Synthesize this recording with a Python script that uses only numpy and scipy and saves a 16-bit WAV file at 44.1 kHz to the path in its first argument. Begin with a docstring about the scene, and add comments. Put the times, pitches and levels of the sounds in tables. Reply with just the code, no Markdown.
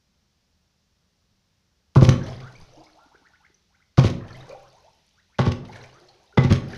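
"""In a bathtub in a small hard room, a pistol is fired four times under water.
Each shot blows a gas bubble that swells and collapses, thumping the tub, while the steel action clacks
and tiny cavities crackle. Then spray falls back, the water sloshes, the gas fizzes out and bubbles
chirp upward at the surface. The close walls add a short tail, over a faint hiss."""
import sys
import numpy as np
from scipy import signal
from scipy.fft import rfft, irfft, next_fast_len
from scipy.io import wavfile

SR = 44100
rng = np.random.default_rng(int(sys.argv[2]) if len(sys.argv) > 2 else 0)


def persist_wave(psi):
    """Save psi, clipped to +-1, as 16-bit WAV."""
    counts = np.round(np.clip(psi, -1, 1) * 32767).astype(np.int16)
    wavfile.write(sys.argv[1], SR, np.atleast_2d(counts).T)


N = 298557
TIME = np.arange(N) / SR

# hits of the gas on the tub, each shot and then its collapses:
# t/s, low-end lag/s, deep/dB, boom/dB, body/dB, knock/dB
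BLOWS = [(1.9578, 0.011, -23, 2.5, 0, -2.5), (2.0181, 0.0035, -3.5, -6.5, 2, -7.5),
         (2.0834, 0.00062, -5.5, -0.5, -3, -8), (3.9787, 0.0024, -20, 1.5, -2, -3),
         (4.0398, 0.0045, -6.5, -32, -5, -12.5), (5.389, 0.0079, -21.5, -7, -4.5, -2.5),
         (5.4641, 0.011, -9, -10.5, -7, -12), (6.3736, 0.0083, -17, -2, -3, -2.5),
         (6.4402, 0.01, -14, -9, -8, -22), (6.5066, 0.00084, -4, -12, -7.5, -15),
         (6.5162, 0.0044, -21, -6.5, -4.5, -15)]
# modes of the filled tub: f/Hz, level/dB, t60/s
TUB_MODES = [(46, -31, 0.96), (84, 1.5, 0.074), (109.2, 0.5, 0.12), (118, -10, .06), (131.55, -1.5, 0.2),
             (180.2, -19.5, 0.47), (182.4, -5.5, 0.12), (240, -15.5, .23), (292, -15, .07),
             (354.7, -14.5, 0.14), (416, -18.5, 0.062), (511, -23, .15), (555, -22.5, 0.19),
             (633, -28, 0.087), (776.4, -24, 0.087), (903, -23, .09), (1064, -22, 0.034),
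             (1124, -20.5, 0.091), (1315, -22.5, 0.021), (1240, -24.5, 0.029), (1425, -28.5, 0.1),
             (1512, -30.5, .09)]


def tub():
    """Each blow rings the tub in its own balance; the heavy low modes come late and build slowest."""
    out, t = np.zeros(N), TIME[:SR * 3 // 4]
    hz, db, t60 = np.transpose(TUB_MODES)[:, :, None]
    swell = amp(db - 60 * t / t60) * (1 - np.exp(-t * hz / 0.32))
    swell[1::2] *= -1  # neighbouring modes swing against each other
    detune = 0.024 * np.clip(hz / 400 - .4, 0, 1)  # gas in the water shifts the upper modes
    heavy = hz[:, 0] < 160
    for s, lag, deep, boom, body, knock in BLOWS:
        balance = [(110, deep), (125, boom), (140, boom), (185, body), (450, body), (900, knock)]
        shifted = hz * (1 + detune * rng.standard_normal(hz.shape))
        modes = amp(curve_at(balance, hz)) * swell * np.sin(2 * np.pi * shifted * t)
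        add(out, s, modes[~heavy].sum(0))
        add(out, s + lag, modes[heavy].sum(0))
    return out * amp(-0.5)


def pushes():
    """Swelling gas shoves the surface up and lets it sink: a quick punch and a slower, deeper one."""
    out, t = np.zeros(N), TIME[:SR // 4]
    quick, slow = t / .003, t / 0.0073
    for s, lag, deep_db, _, body_db, _ in BLOWS:
        add(out, s + lag, amp(deep_db - 1) * quick * (2 - quick) * np.exp(-quick))
        add(out, s + lag, amp(body_db - 19.5) * slow * (2 - slow) * np.exp(-slow))
    return out


# midrange smack of the bursting surface: f/Hz, level/dB
CRACK_EQ = [(60, -19), (200, 4.5), (550, 6.5), (800, 2.5), (1200, 3.5), (1600, -12.5), (2200, -28.5),
            (6000, -33.5), (15000, -54)]


def surface_cracks():
    """The surface bursts with each blow, as hard as its knock."""
    hits = [(s, knock_db - 10.5, .06) for s, *_, knock_db in BLOWS]
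    return bursts(hits, rise=0.0023) * noise(CRACK_EQ)


# the shots and the water they stir up: t/s, report/dB, clank/dB, heave/dB, slosh/dB, spray/dB, fizz/dB
SHOTS = [(1.956, -35.5, -42.5, -46, -45, -58, -55.5), (3.977, -27.5, -39, -48, -46, -56.5, -57),
         (5.389, -26, -29.5, -55, -46.5, -54, -57.5), (6.376, -30, -20, -47, -45.5, -52, -57)]
# modes of the steel slide: f/Hz, level/dB, t60/s
SLIDE_MODES = [(2010, -3.5, 0.13), (2050, -1.5, 0.076), (2650, -18, 0.059), (3064, -11, 0.041),
               (3410, -19.5, 0.14), (3520, -4.5, 0.034)]
REPORT_LEAD_S = 0.0041


def gun_action():
    """The action cracks just before the gas hits the tub, and the slide rings."""
    out, t = np.zeros(N), TIME[:SR // 4]
    ring = sum(amp(db - 60 * t / t60) * np.sin(2 * np.pi * hz * t) for hz, db, t60 in SLIDE_MODES)
    ring *= 1 - np.exp(-t / .0008)
    for s, report_db, clank_db, *_ in SHOTS:
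        add(out, s - REPORT_LEAD_S, snap(report_db, t60=0.16, tilt_db=brightness(s) - 2))
        add(out, s, amp(clank_db) * ring)
    return out


# clouds of tiny cavities: t/s, level/dB
CRACKLES = [(2.02, -33), (2.034, -33), (4.037, -31.5), (4.047, -29.5), (5.4521, -32.5), (6.434, -31),
            (6.4976, -30.5)]
# sharp snaps of the action and of single large cavities: t/s, level/dB, treble tilt/(dB per octave)
SNAPS = [(2.0106, -31, -1), (2.0305, -36, 14), (2.089, -18, 3), (2.122, -27, -7), (4.0991, -34, 5.5),
         (5.5155, -25.5, 1), (6.5227, -20.5, 3), (6.554, -26, -0.5)]


def crackles():
    """Cavities crackle as the gas bubble collapses, with short snaps as accents."""
    out = np.zeros(N)
    for s, db in CRACKLES:
        add(out, s, snap(db, t60=0.14, tilt_db=brightness(s)))
    for s, db, tilt_db in SNAPS:
        add(out, s, snap(db, t60=0.038, tilt_db=tilt_db))
    return out


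# bite of a snap: f/Hz, level/dB
SNAP_EQ = [(300, -16), (1200, 3), (2200, 4.5), (3500, 2.5), (5500, -3), (6500, -7.5), (7600, -21),
           (11000, -25.5), (15500, -50.5)]


def snap(db, t60, tilt_db):
    """A ragged noise burst, the sound of many tiny cavities closing."""
    t = TIME[:SR // 4]
    envelope = amp(db - 60 * t / t60) * (1 - np.exp(-t / 0.0024))
    ragged = amp(4.6 * wobble(len(t), hz=488))
    return envelope * ragged * colour(rng.standard_normal(len(t)), SNAP_EQ, tilt_db)


def brightness(s):
    """Treble tilt in dB an octave at time s: gas left in the water muffles the later shots."""
    return 4 - 1.2 * (s - SHOTS[0][0])


# envelopes of the water after every shot: delay/s, attack/s, hold/s, fall/(dB per s)
HEAVE_ENV = (0.26, 0.057, .12, 48)
SLOSH_ENV = (0.19, 0.06, 0.095, 42)
SPRAY_ENV = (0.24, 0.11, 0.036, 133)
FIZZ_ENV = (0.2, .2, 0.055, 11)
# gas pockets breaking the surface: peak t/s, heave/dB, slosh/dB, spray/dB
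SURGES = [(2.285, -44, -42, -45), (2.62, -40, -55, -60), (2.8, -51.5, -55, -71), (4.5, -56.5, -43.5, -54.5),
          (6.728, -42, -37.5, -51)]
SURGE_HALF_WIDTH_S = 0.027
# low heave, midrange slosh and bright spray: f/Hz, level/dB
HEAVE_EQ = [(15, 14), (30, -9.5), (47, -2), (65, -5.5), (100, -8), (135, 2.5), (200, -18.5), (350, -28.5),
            (900, -58)]
SLOSH_EQ = [(120, -16), (330, -0.5), (650, -1.5), (1000, -5.5), (1800, -8.5), (2800, -21.5), (6000, -45)]
SPRAY_EQ = [(800, -17.5), (2200, 4.5), (4000, 7.5), (6200, 4), (7400, -12), (11500, -14), (13000, -28.5),
            (15500, -38.5)]


def water():
    """The bath heaves, slops in coarse bubbles and is sprinkled with fine spray and fizz."""
    power = np.zeros((4, N))
    shapes = [settling(*motion) for motion in (HEAVE_ENV, SLOSH_ENV, SPRAY_ENV, FIZZ_ENV)]
    for s, _, _, *levels in SHOTS:
        for layer, shape, db in zip(power, shapes, levels):
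            add(layer, s, (amp(db) * shape) ** 2)
    for s, *levels in SURGES:
        surge = 1 / (1 + ((TIME - s) / SURGE_HALF_WIDTH_S) ** 2)
        for layer, db in zip(power, levels):
            layer += (amp(db) * surge) ** 2
    heave, slosh, spray, fizz = np.sqrt(power)
    slosh = slosh * amp(2.2 * wobble(N, hz=36))  # the waves lap unevenly
    spray = np.hypot(spray, fizz)
    coarse = colour(plinks(280, 2800, per_s=480, cycles=9, spread_db=3, glide=0.035), SLOSH_EQ)
    fine = colour(plinks(1800, 13000, per_s=450, cycles=14, spread_db=6, glide=.02), SPRAY_EQ)
    ticks = plinks(3000, 12000, per_s=70, cycles=1.5, spread_db=6, glide=0, count=8)
    patter = colour(ticks, SPRAY_EQ, tilt_db=6)
    lively = np.minimum(spray / amp(-55), 1) ** 0.68  # heavy spray plinks; calm water only fizzes
    sparkle = lively * (amp(-5.5) * fine + amp(-12.5) * patter)
    return (heave * noise(HEAVE_EQ)
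            + slosh * (amp(-4.5) * coarse + amp(-13) * noise(SLOSH_EQ))
            + spray * (sparkle + amp(-8) * noise(SPRAY_EQ)))


def settling(delay, attack, hold, fall_db_per_s):
    """One motion of the water after a shot: it waits, rises, holds and dies away."""
    t = TIME - delay
    return np.clip(t / attack, 0, 1) * amp(-fall_db_per_s * np.maximum(t - attack - hold, 0))


def plinks(low_hz, high_hz, per_s, cycles, spread_db, glide, count=36):
    """A crowd of small bubbles of many sizes, each a dying note bent upward by glide."""
    out = np.zeros(N)
    for hz in np.geomspace(low_hz, high_hz, count):
        age = np.arange(int(5 * cycles / hz * SR)) / SR * hz / cycles  # in decay times
        envelope = np.exp(-age) * (1 - np.exp(-10 * age))
        note = envelope * np.sin(2 * np.pi * cycles * age * (1 + glide * age))
        born = rng.random(N) < per_s / count / SR
        size = np.minimum(rng.exponential(1, N), 3)
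        triggers = born * amp(spread_db * size)
        out += np.sqrt(hz) * unit(signal.oaconvolve(triggers, note)[:N])
    return out


# single bubbles of nearly steady pitch: t/s, length/s, f/Hz, level/dB
PLOPS = [(2.534, 0.012, 260, -53), (2.552, 0.018, 2240, -54.5), (2.774, 0.051, 302, -49),
         (2.865, 0.011, 2130, -60), (2.99, 0.074, 1328, -60.5), (3.058, 0.016, 265, -56.5),
         (3.147, 0.0064, 372, -51), (3.217, 0.0096, 277, -61), (3.335, 0.011, 1420, -60),
         (3.5, 0.0079, 349, -59.5), (3.544, 0.0081, 5740, -57.5), (4.344, 0.018, 1976, -53),
         (4.406, 0.012, 3660, -50.5), (4.497, .019, 504, -37), (4.51, 0.011, 2290, -51),
         (4.525, 0.015, 546, -36), (4.548, 0.017, 753, -41.5), (5.694, 0.017, 822, -42),
         (6.016, 0.063, 344, -57), (6.15, 0.046, 364, -63), (6.326, 0.013, 1396, -56),
         (6.338, 0.058, 404, -58)]
# gas gurgling up on a rising note: t/s, starting f/Hz, level/dB
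GURGLES = [(2.269, 591, -44), (2.413, 1088, -48), (2.716, 480, -51), (2.76, 480, -49), (2.828, 717, -56.5),
           (2.94, 546, -52.5), (3.012, 601, -60), (3.092, 645, -57.5), (3.2, 666, -60.5),
           (3.288, 640, -63.5), (3.393, 718, -62), (3.69, 698, -69), (3.755, 720, -71.5),
           (4.335, 601, -52.5), (4.605, 780, -56.5), (4.718, 620, -55), (4.82, 480, -53.5),
           (5.13, 720, -68.5), (5.286, 763, -69.5), (5.815, 523, -54), (5.923, 1062, -57.5),
           (5.99, 557, -62), (6.055, 580, -59.5), (6.115, 600, -66), (6.18, 520, -61.5), (6.255, 481, -64)]
GURGLE_S, GLIDE_OCT_PER_S, GLIDE_CAP_OCT = .075, 1.2, 1.55
TWIN_RATIO, TWIN_DB = 1.25, -13  # a smaller bubble rises alongside


def bubbles():
    """The gas comes up in plops and gurgling pairs; the longer after a shot, the wider a pair glides."""
    out = np.zeros(N)
    for s, length, hz, db in PLOPS:
        add(out, s, amp(db) * bubble(length, hz, octaves=.15))
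    for s, hz, db in GURGLES:
        since_shot = s - max(shot[0] for shot in SHOTS if shot[0] < s)
        scatter = 1 + 0.11 * rng.uniform(-0.9, 1, 2)
        main_oct, twin_oct = min(GLIDE_OCT_PER_S * since_shot, GLIDE_CAP_OCT) * scatter
        add(out, s, amp(db) * bubble(GURGLE_S, hz, main_oct))
        add(out, s, amp(db + TWIN_DB) * bubble(GURGLE_S, hz * TWIN_RATIO, twin_oct))
    return out


# notes stressed by the air in the tub: f/Hz, level/dB
GURGLE_EQ = [(500, -5.5), (900, -1.5), (1150, -9.5), (1450, 5.5), (1750, 1), (2150, 17.5), (3000, -3.5)]


def bubble(length, hz, octaves):
    """A steady bubble plops cleanly; a far-gliding one swells and gurgles through the tub's resonances."""
    progress = np.linspace(0, 1, int(length * SR))
    glide = np.clip(octaves, 0, 1)
    pitch = hz * 2 ** (octaves * progress ** 1.3)
    note = fuzzy_note(pitch, rough=.14 + .5 * glide, width_hz=220)
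    swell = abs(np.sin(np.pi * progress ** (0.37 + 1.1 * glide))) ** 0.35
    return note * amp(glide * curve_at(GURGLE_EQ, pitch)) * swell


# larger drops of spray landing: t/s, level/dB, plink f/Hz
DROPS = [(2.233, -35.5, 5260), (2.263, -32, 3700), (2.3274, -37, 2680), (2.401, -37, 2535),
         (2.8404, -44.5, 4220), (4.28, -37, 2740), (5.6502, -39, 3220), (5.726, -35, 1950),
         (5.7573, -31.5, 1960), (5.837, -33.5, 2060), (6.086, -40.5, 4980), (6.7005, -40, 2040),
         (6.7457, -32.5, 3240)]


def drops():
    """A falling drop patters on the surface and traps three tiny bubbles that plink."""
    out = bursts([(s, db - 13, .05) for s, db, _ in DROPS], rise=0.0011) * noise(SPRAY_EQ)
    t = TIME[:SR // 16]
    for s, db, hz in DROPS:
        envelope = amp(db - 14.5 - 60 * t / 0.063) * (1 - np.exp(-t / 0.001))
        for delay, tuning in rng.random((3, 2)):
            pitch = hz * (.75 + 0.47 * tuning) * (1 + 3.3 * t)
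            add(out, s + 0.0028 * delay, envelope * fuzzy_note(pitch, rough=1, width_hz=340))
    return out


# decay of the room: f/Hz, t60/s
ROOM_DECAY = [(100, 0.95), (250, 0.68), (700, 0.49), (2000, 0.4), (6000, 0.32), (14000, 0.32)]
# reverb send: f/Hz, level/dB
ROOM_SEND = [(50, -13), (130, -12.5), (250, -7.5), (600, -3), (2000, -4.5), (12000, -8)]


def room(x):
    """Dense reflections from close hard walls, each band dying at its own speed."""
    hz, t, bands = signal.stft(rng.standard_normal(SR), SR, nperseg=512)
    t60 = curve_at(ROOM_DECAY, hz)[:, None]
    bands *= amp(curve_at(ROOM_SEND, hz)[:, None] - 60 * t / t60)
    bands *= np.sqrt(2 * np.log(1000) / (t60 * SR))  # a longer decay adds no energy
    fade_in = np.clip(TIME[:SR] / 0.0079 - 1, 0, 1)  # after a short predelay
    tail = signal.istft(bands, SR, nperseg=512)[1][:SR] * fade_in
    return signal.fftconvolve(x, tail)[:N]


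# noise floor: f/Hz, level/dB
HISS_EQ = [(12, -34), (20, -7.5), (38, -7), (80, 1), (106, -7.5), (196, -6.5), (282, -19), (306, -18.5),
           (597, -20), (649, -22), (932, -22.5), (2270, -25.5), (5690, -21.5), (8170, -37.5), (15500, -42)]


def hiss():
    """A faint, steady bed of noise."""
    return amp(-68.5) * noise(HISS_EQ)


def amp(db):
    return 10 ** (np.asarray(db) / 20)


def unit(x):
    """Scales to rms 1."""
    return x / np.sqrt(np.mean(x ** 2) + 1e-20)


def curve_at(points, hz):
    """Joins (Hz, value) points on a log-frequency axis."""
    f, value = np.transpose(points)
    return np.interp(np.log(hz + 1), np.log(f + 1), value)


def add(mix, s, sound):
    """Mixes a sound in at time s."""
    part = mix[max(round(s * SR), 0):][:len(sound)]
    part += sound[:len(part)]


def colour(x, eq, tilt_db=0):
    """Equalises x to rms 1, tilted by tilt_db an octave above 1500 Hz."""
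    hz = np.fft.rfftfreq(len(x), 1 / SR)
    gain = amp(curve_at(eq, hz) + tilt_db * np.log2(np.maximum(hz, 1500)))
    return unit(irfft(rfft(x) * gain, len(x)))


def noise(eq):
    """Steady equalised noise."""
    return colour(rng.standard_normal(next_fast_len(N)), eq)[:N]


def bursts(rows, rise):
    """Envelope of overlapping bursts (t/s, level/dB, t60/s), added in power."""
    power, t = np.zeros(N), TIME[:SR // 2]
    for s, db, t60 in rows:
        add(power, s, (amp(db - 60 * t / t60) * (1 - np.exp(-t / rise))) ** 2)
    return np.sqrt(power)


def wobble(length, hz):
    """Smooth random modulation of rms 1, changing about hz times a second."""
    pole = np.exp(-np.pi * hz / SR)
    white = rng.standard_normal(length + SR // 20)
    return unit(signal.lfilter([1], np.poly([pole, pole]), white)[-length:])


def fuzzy_note(hz, rough, width_hz):
    """A note following the curve hz, partly clean and partly smeared over a narrow band."""
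    smear = wobble(len(hz), width_hz) + 1j * wobble(len(hz), width_hz)
    tone = np.exp(2j * np.pi * np.cumsum(hz) / SR)
    return unit(((1 + rough * smear) * tone).real)


def scene():
    """The tub, the gun and the water sound in the room, over a faint hiss."""
    shots = tub() + pushes() + surface_cracks() + gun_action() + crackles()
    direct = shots + bubbles() + drops() + water()
    return (direct + room(direct) + hiss())[None]


def record(dry):
    """The microphone sheds the deepest bass, rounds off the highest peaks and is band-limited."""
    x = signal.sosfilt(signal.butter(1, 25, "highpass", fs=SR, output="sos"), dry)
    x = x / (1 + x ** 8) ** (1 / 8)
    lowpass = signal.firwin(511, 15500, window=("kaiser", 9), fs=SR)
    return signal.oaconvolve(x, lowpass[None], "same")


dry = scene()
out = record(dry)
persist_wave(out)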